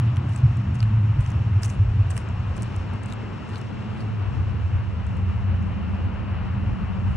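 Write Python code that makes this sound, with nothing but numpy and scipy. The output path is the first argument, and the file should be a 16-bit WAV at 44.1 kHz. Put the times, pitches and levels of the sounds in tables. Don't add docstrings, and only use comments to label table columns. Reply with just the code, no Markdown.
import sys
import numpy as np
from scipy import signal
from scipy.fft import rfft, irfft
from scipy.io import wavfile
from scipy.ndimage import uniform_filter1d

SR = 44100
rng = np.random.default_rng(int(sys.argv[2]) if len(sys.argv) > 2 else 0)


def dump_mix(stems):
    frames = np.atleast_2d(stems).T
    limited = np.clip(frames, -1, 1)
    pcm = np.round(limited * 32767).astype(np.int16)
    wavfile.write(sys.argv[1], SR, pcm)


N = 315832
TIME = np.arange(N) / SR
FREQS = np.maximum(np.fft.rfftfreq(N, 1 / SR), 1)


# start_s, ring_hz, ring_db, snap_db, knock_hz, knock_db
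GRAIN_CRACKS = [(.1612, 6240, -43, -28, 2500, -53), (0.169, 5420, -38, -21, 3100, -28.5),
                (.3618, 8060, -29, -23, 2600, -34), (0.3772, 6030, -43, -26, 1700, -45),
                (.3867, 6290, -46, -27, 2800, -50), (0.571, 7900, -43, -27, 2100, -54.5),
                (0.7546, 6640, -43, -32, 1800, -46), (.7918, 6900, -48, -34, 1700, -42),
                (0.8047, 4800, -26, -30, 3300, -31.5), (.8285, 3970, -34, -19, 2780, -24),
                (1.2067, 8400, -44, -27, 1800, -49), (1.2108, 8780, -41, -32, 1800, -55),
                (1.2624, 6130, -36, -25, 2700, -30), (1.3036, 7100, -44, -24, 2450, -39),
                (1.3176, 6160, -44, -28, 1750, -45), (1.6336, 5300, -22, -7, 2000, -25),
                (1.6449, 7060, -30, -22, 2000, -45), (1.649, 6290, -30, -19, 1900, -29),
                (1.652, 5990, -33, -15, 2450, -33), (1.6593, 9600, -33, -16, 2840, -36),
                (1.6815, 6200, -42, -30, 2150, -45), (1.6918, 7260, -42, -27, 1700, -41),
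                (1.6967, 6240, -37, -26, 1700, -44), (1.7011, 7200, -32, -18.5, 2670, -31),
                (2.1028, 8960, -39, -28, 1800, -47), (2.106, 8180, -30, -20, 1800, -30),
                (2.1108, 7360, -42, -18, 1900, -44), (2.1664, 9220, -31, -22, 2760, -27),
                (2.1684, 8200, -34, -25, 1900, -28), (2.1774, 8550, -27, -14, 1900, -23),
                (2.179, 5320, -30, -21, 2800, -34), (2.2884, 7500, -46, -30, 1700, -50),
                (2.5668, 7660, -43, -23, 2200, -40), (2.579, 6290, -42, -24, 1700, -44),
                (2.6223, 9220, -33, -15, 2370, -35), (2.631, 8010, -35, -18.5, 2840, -44),
                (2.763, 7620, -45, -21, 2800, -47), (2.9359, 8550, -47, -29, 2750, -52),
                (3.0357, 8530, -45, -29, 1700, -48), (3.0596, 8250, -39, -24, 2710, -40),
                (3.1016, 6030, -45, -28, 2370, -37), (3.1247, 7200, -34.5, -21, 3790, -28.5),
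                (3.1353, 8310, -40, -29, 2840, -38), (3.5581, 4260, -30, -32, 2630, -35),
                (3.5765, 5860, -49, -34, 1700, -37), (3.582, 7620, -49, -26, 1850, -43),
                (3.5894, 7800, -49, -32, 2400, -47), (3.6144, 5340, -41, -27, 2580, -47),
                (4.0055, 4600, -38, -30, 1700, -46), (4.0125, 4700, -40, -31, 3500, -45),
                (5.0671, 7950, -48, -33, 1800, -50), (5.1693, 7200, -54, -32, 2400, -52),
                (5.626, 6800, -49.5, -39, 2400, -56)]
# frequency_hz, density_db (per Hz)
SNAP_SPECTRUM = [(900, -30), (1900, -7), (2800, -7), (4100, -8), (5300, -0.5), (7000, -0.5), (8700, .5),
                 (10000, -2.5), (12000, -22.5), (14500, -12), (17000, -19.5)]
# frequency_hz, density_db (per Hz)
KNOCK_SPECTRUM = [(500, -25), (1100, -4), (1750, 1.5), (2700, 4), (3700, -6), (4600, -3), (6000, -34.5)]


def grit(splinter_db=-11.0, splinter_s=0.0017, ring_t60_s=0.0054, knock_t60_s=0.0058,
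         bright_db=-5.0, spray_db=8.5, spray_s=0.0012, alike=0.31):
    snaps, rings, spray = np.zeros((3, 2, N))
    age = TIME[:SR // 50]
    for start_s, ring_hz, ring_db, snap_db, knock_hz, knock_db in GRAIN_CRACKS:
        splinters = from_db(splinter_db) * pair(*rng.standard_normal((2, len(age))), alike)
        burst = splinters * np.exp(-age / splinter_s)
        burst[:, 0] = 1
        start = np.clip(int(start_s * SR), 0, N - len(age))
        span = slice(start, start + len(age))
        snaps[:, span] += from_db(snap_db + bright_db) * burst
        modes = (ring_hz, ring_db, ring_t60_s), (knock_hz, knock_db, knock_t60_s)
        for hz, level_db, t60_s in modes:
            decay = from_db(level_db - 60 * age / t60_s)
            rings[:, span] += decay * np.sin(2 * np.pi * hz * age)
        spray[:, span] += from_db(knock_db + spray_db) * splinters * np.exp(-age / spray_s)
    return colour(snaps, SNAP_SPECTRUM) + rings + colour(spray, KNOCK_SPECTRUM)


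# frequency_hz, density_db (per Hz)
BRIGHT_SPECTRUM = [(2500, -29.5), (4400, -16.5), (5200, -4.5), (7000, -0.5), (8700, 1.5), (10000, -3.5),
                   (12000, -21), (14000, -9), (15500, -12.5), (17000, -19)]
# frequency_hz, density_db (per Hz)
DULL_SPECTRUM = [(1500, -25), (2700, -1.5), (3400, 0), (4600, -0.5), (5400, -13), (8000, -43)]


def crunch(bright, dull, soft_hz=11000):
    top_cut = signal.butter(2, soft_hz, fs=SR, output="sos")
    return signal.sosfilt(top_cut, colour(bright, BRIGHT_SPECTRUM) + colour(dull, DULL_SPECTRUM))


# heel_peak_s, heel_db, heel_spread_s, sole_db, sole_dull_db (added to the sole's dull part)
FOOTSTEPS = [(0.29, -63, .006, -61, 0), (0.754, -57.5, 0.0075, -67, 7), (1.214, -62, 0.012, -62.5, 2),
             (1.641, -41.5, 0.012, -56.5, -1), (2.111, -49.5, 0.0057, -58, -6),
             (2.571, -53, 0.0058, -65.5, 9), (3.034, -58, 0.0034, -63, 7), (3.492, -64, 0.0091, -65, 11.5),
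             (3.942, -73, 0.0072, -69.5, 9), (5.015, -80, 0.0063, -75, -4), (7.06, -83, 0.0072, -72, 1)]
SOLE_DELAY_S, SOLE_SPREAD_S = 0.061, 0.033
HEEL_DULL_DB = -3.5


def scuffs(grains_per_s=5000, size_spread_db=7.5, scuff_db=9.0, alike=0.39):
    born = rng.random(N) < grains_per_s / SR
    sizes = from_db(size_spread_db * np.minimum(rng.exponential(1, N), 3))
    impulses = pair(*rng.choice([-1, 1], (2, N)), alike) * born * sizes
    grains = from_db(scuff_db) * rms_one(impulses)
    bright, dull = np.zeros((2, N))
    for heel_s, heel_db, heel_spread_s, sole_db, sole_dull_db in FOOTSTEPS:
        heel = from_db(heel_db) * bump(heel_s, heel_spread_s)
        sole = from_db(sole_db) * bump(heel_s + SOLE_DELAY_S, SOLE_SPREAD_S)
        bright += heel + sole
        dull += heel * from_db(HEEL_DULL_DB) + sole * from_db(sole_dull_db)
    return crunch(grains * bright, grains * dull)


# time_s, drone_hz, boom_hz
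ENGINE_PITCH = [(0, 114, 200.3), (1.05, 107.5, 194.2), (2, 95, 190.3), (2.6, 100, 194), (3.15, 100, 216.9),
                (3.9, 106.2, 216), (4.9, 91.5, 190.6), (5.6, 88, 190), (7.16, 91.6, 190.6)]
# time_s, drone_db
DRONE_LEVEL = [(0, -19), (.45, -22), (.62, -24), (1.05, -19.5), (1.6, -21), (1.72, -27), (1.82, -21.5),
               (2.03, -19), (2.2, -29.5), (2.32, -27), (2.6, -26.5), (2.8, -27.5), (3.45, -34.5),
               (4.1, -28), (4.35, -24), (5, -26), (5.5, -22.5), (5.78, -28.5), (6, -25.5), (6.8, -29),
               (7.16, -26.5)]
# peak_s, rise_db
CHANCE_BEATS = [(.447, 9), (.715, 3), (1.015, 3), (1.559, 3), (1.796, 12), (1.98, 3), (2.305, 8.5),
                (4.391, 2.5), (4.762, 8), (4.88, 1.5), (7.1, 9.5)]
BEAT_SPREAD_S = 0.016
# time_s, boom_db
BOOM_LEVEL = [(0, -38), (.5, -38), (.93, -32), (1.2, -43), (1.4, -35), (1.9, -44.5), (2.48, -42),
              (2.6, -32.5), (2.76, -46.5), (3.07, -37), (3.42, -43), (3.7, -38.5), (4.55, -42.5),
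              (5.35, -34.5), (5.83, -30.5), (6.2, -36.5), (6.65, -32), (7.16, -31)]
# time_s, rumble_db
RUMBLE_LEVEL = [(0, -51), (.3, -50), (.48, -30), (.65, -41), (.9, -30), (1.5, -35.5), (1.95, -27.5),
                (2.2, -35), (2.55, -34), (2.8, -33.5), (3.2, -39.5), (4.17, -50), (4.29, -34), (4.7, -45.5),
                (5.2, -44.5), (5.9, -44), (6.5, -30.5), (7.16, -34.5)]
# frequency_hz, density_db (per Hz)
RUMBLE_SPECTRUM = [(15, -37), (25, -27.5), (40, 12), (55, 16.5), (72, 8.5), (110, 18), (160, -6.5),
                   (300, -62.5)]


def engines(hum_db=-6.0, cluster_db=-0.5, waver_hz=2.48, waver_db=3.0, boom_hum_db=-7.5):
    drone_hz, boom_hz = in_time(ENGINE_PITCH)
    (drone_db,), (rumble_db,), (boom_db,) = in_time(DRONE_LEVEL), in_time(RUMBLE_LEVEL), in_time(BOOM_LEVEL)
    drone_db = drone_db + sum(rise_db * bump(s, BEAT_SPREAD_S) for s, rise_db in CHANCE_BEATS)

    hum_gain = from_db(hum_db + waver_db * drift(9.4))
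    hum = hum_gain * sine(drone_hz + waver_hz * drift(6.1))
    cluster = from_db(cluster_db) * engine_cluster(drone_hz, width_hz=14.8, alike=0.7, even_s=0.2)
    drone = from_db(drone_db - 0.5) * (hum + cluster)

    boom_gain = from_db(boom_hum_db + waver_db * drift(9.0))
    boom_hum = boom_gain * sine(boom_hz + waver_hz * drift(5.01))
    boom_cluster = engine_cluster(boom_hz, width_hz=12.9, alike=0.05, even_s=0.27)
    boom = from_db(boom_db - 3.0) * (boom_hum + boom_cluster)

    rumble = from_db(rumble_db - 0.7) * far_noise(RUMBLE_SPECTRUM, flutter_db=-3.0)
    return drone + boom + rumble


def engine_cluster(pitch_hz, width_hz, alike, even_s):
    offset = np.abs(np.fft.fftfreq(N, 1 / SR)) / width_hz
    spread = 1 / np.sqrt(1 + offset ** 2) / (1 + (offset / 2.76) ** 6)
    partials = rng.standard_normal((2, N)) + 1j * rng.standard_normal((2, N))
    beats = np.fft.ifft(spread * partials)
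    slow_power = uniform_filter1d(np.abs(beats) ** 2, max(int(even_s * SR), 1), axis=1)
    beats = beats / np.sqrt(slow_power)
    tone = np.real(beats * np.exp(2j * np.pi * np.cumsum(pitch_hz) / SR))
    return middle_one(pair(*tone, alike))


# time_s, roar_db, rush_db, hiss_db
ROAD_LEVEL = [(0, -38.5, -43, -62.5), (.6, -41, -44, -63), (1.5, -44, -44, -64), (2.8, -44.5, -43, -61.5),
              (3.1, -45, -43, -65), (3.45, -45.5, -43.5, -62), (3.85, -43, -43.5, -63.5),
              (4.3, -44, -43, -63.5), (4.95, -44.5, -44.5, -65.5), (5.5, -44.5, -43.5, -66),
              (6.35, -42.5, -42.5, -67.5), (7.16, -45.5, -42.5, -66)]
# frequency_hz, density_db (per Hz)
ROAR_SPECTRUM = [(90, -9), (150, 11), (240, 5), (300, 0), (400, -5), (520, -6.5), (750, -22), (1500, -64)]
# frequency_hz, density_db (per Hz)
RUSH_SPECTRUM = [(300, -8), (520, -0.5), (750, 1.5), (1000, 2), (1300, -0.5), (1650, -4), (2250, -7.5),
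                 (2750, -3.5), (3000, -8), (3400, -19), (4500, -23), (5000, -23), (7000, -85)]
# frequency_hz, density_db (per Hz)
HISS_SPECTRUM = [(3000, -12.5), (4500, -6), (4950, 3.5), (5350, 7.5), (6300, -1.5), (6900, 0), (8000, -5.5),
                 (9700, -7), (11000, -35), (16000, -41)]


def tyres():
    roar_db, rush_db, hiss_db = in_time(ROAD_LEVEL)
    roar = from_db(roar_db + 5.0) * far_noise(ROAR_SPECTRUM, flutter_db=1.5)
    rush = from_db(rush_db + 0.5) * far_noise(RUSH_SPECTRUM, flutter_db=0.64)
    hiss = from_db(hiss_db - 2.5) * far_noise(HISS_SPECTRUM, flutter_db=1.0)
    return roar + rush + hiss


# time_s, level_db
SWISH_CURVE = [(0, -62), (1, -65), (2.5, -63), (3.9, -63), (5, -66), (6, -70), (7.16, -70)]
# frequency_hz, density_db (per Hz)
SWISH_SPECTRUM = [(1500, -44.5), (2800, -8), (3300, 1.5), (4200, -5), (4800, -6.5), (6000, -35.5),
                  (9000, -70.5)]


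def swish():
    level_db, = in_time(SWISH_CURVE)
    return from_db(level_db) * far_noise(SWISH_SPECTRUM, flutter_db=1.0)


# frequency_hz, density_db (per Hz)
WASH_SPECTRUM = [(200, -30), (290, -2), (370, -0.5), (460, -3), (600, -23.5), (900, -60.5)]
WHINE_S, WHINE_SPREAD_S, WHINE_HZ, WHINE_DB = 4.15, 0.2, 440, -49


def passing_vehicle(waver_hz=4.0, wash_db=-50.5, wash_s=3.6, wash_spread_s=1.0):
    wash = from_db(wash_db) * bump(wash_s, wash_spread_s) * far_noise(WASH_SPECTRUM, flutter_db=1.0)
    whine = from_db(WHINE_DB) * bump(WHINE_S, WHINE_SPREAD_S) * sine(WHINE_HZ + waver_hz * drift(6.0))
    return wash + whine


# frequency_hz, likeness (0 to 1)
EAR_LIKENESS = [(50, .8), (100, .65), (190, .25), (300, .25), (430, .6), (600, .55), (850, .85),
                (1050, .75), (2000, .95), (2800, .85), (3100, .7), (3400, .35), (4050, .7), (4500, .35),
                (5000, .65), (5250, .2), (5900, .8), (6500, .93), (9500, .65), (12000, .85)]
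# frequency_hz, difference_db
EAR_BALANCE = [(200, 2), (350, -2), (580, 4.5), (800, 4.5), (1080, 8), (1400, 7), (1850, 1.5), (2300, 4.5),
               (2750, -1), (3300, -6.5), (4200, 0.6), (9000, 0)]


def far_noise(spectrum, flutter_db):
    ears = pair(*rfft(rng.standard_normal((2, N))), at_hz(EAR_LIKENESS))
    ears = ears * from_db(at_hz(spectrum) + at_hz(EAR_BALANCE) * [[.5], [-.5]])
    return middle_one(irfft(ears, N)) * from_db(flutter_db * drift(7.9))


# frequency_hz, lead_rad
EAR_LEAD = [(200, 0), (350, .6), (500, 1.4), (680, .6), (870, .9), (1030, .8), (1300, -.1), (2000, -.1),
            (2400, -.9), (3100, -1.1), (3350, -1.6), (3700, .6), (4050, .4), (4400, 1), (4850, 3),
            (5100, 2.8), (5350, -.1), (7400, -.1), (8400, -1.1), (9500, -1.6), (12500, -2.3)]
# time_s, central_below_hz, hollow_depth_db
IMAGE_CURVE = [(0, 440, 9), (.45, 400, 7), (.85, 350, 13), (1.3, 270, 5), (1.55, 250, -0.5), (3.3, 132, -1),
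               (4.3, 45, 1.5), (5.2, 45.3, -1), (7.16, 44.7, 1)]


def stereo_image(x, hollow_hz=465, hollow_octaves=0.32, side_rise=0.6):
    left, right = irfft(rfft(x) * np.exp(1j * at_hz(EAR_LEAD) * [[.5], [-.5]]), N)
    hz, frame_s, (mid, side) = signal.stft([left + right, left - right], SR, nperseg=2048)
    hz = np.maximum(hz, 1)[:, None]
    central_hz, depth_db = (np.interp(frame_s, TIME, column) for column in in_time(IMAGE_CURVE))
    hollow_db = depth_db * np.exp(-(np.log2(hz / hollow_hz) / hollow_octaves) ** 2)
    narrowing = np.sqrt(1 + (np.abs(central_hz) / hz) ** 6)
    side = side * from_db(side_rise * hollow_db) / narrowing
    mid = mid * from_db(-hollow_db)
    mid, side = signal.istft([mid, side], SR)[1][:, :N]
    return np.array([mid + side, mid - side]) / 2


def from_db(db):
    return 10 ** (np.asarray(db) / 20)


def rms_one(x):
    return x / np.sqrt(np.mean(np.abs(x) ** 2) + 1e-20)


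def middle_one(x):
    return x / np.std(x.mean(axis=0))


def in_time(rows):
    s, *columns = np.transpose(rows)
    return [np.interp(TIME, s, column) for column in columns]


def at_hz(points):
    hz, value = np.transpose(points)
    return np.interp(np.log(FREQS), np.log(hz), value)


def drift(rate_hz):
    return rms_one(irfft(rfft(rng.standard_normal(N)) / (1 + (FREQS / rate_hz) ** 2), N))


def bump(s, spread_s):
    return np.exp(-.5 * ((TIME - s) / spread_s) ** 2)


def sine(hz):
    return np.sqrt(2) * np.sin(2 * np.pi * np.cumsum(hz) / SR)


def pair(mid, side, alike):
    alike = np.clip(alike, -1, 1)
    return np.sqrt((1 + alike) / 2) * mid + np.sqrt((1 - alike) / 2) * side * np.array([[1], [-1]])


def colour(x, spectrum):
    cepstrum = irfft(np.log(from_db(at_hz(spectrum))), N)
    cepstrum[1:N // 2] *= 2
    cepstrum[N // 2 + 1:] = 0
    return irfft(rfft(x) * np.exp(rfft(cepstrum)), N)


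def scene():
    footsteps = grit() + scuffs()
    traffic = engines() + tyres() + swish() + passing_vehicle()
    return footsteps + traffic


CUTOFF_HZ = 15850


def record(dry):
    top_cut = signal.ellip(10, .1, 80, CUTOFF_HZ, fs=SR, output="sos")
    return signal.sosfilt(top_cut, stereo_image(dry))


dry = scene()
out = record(dry)
dump_mix(out)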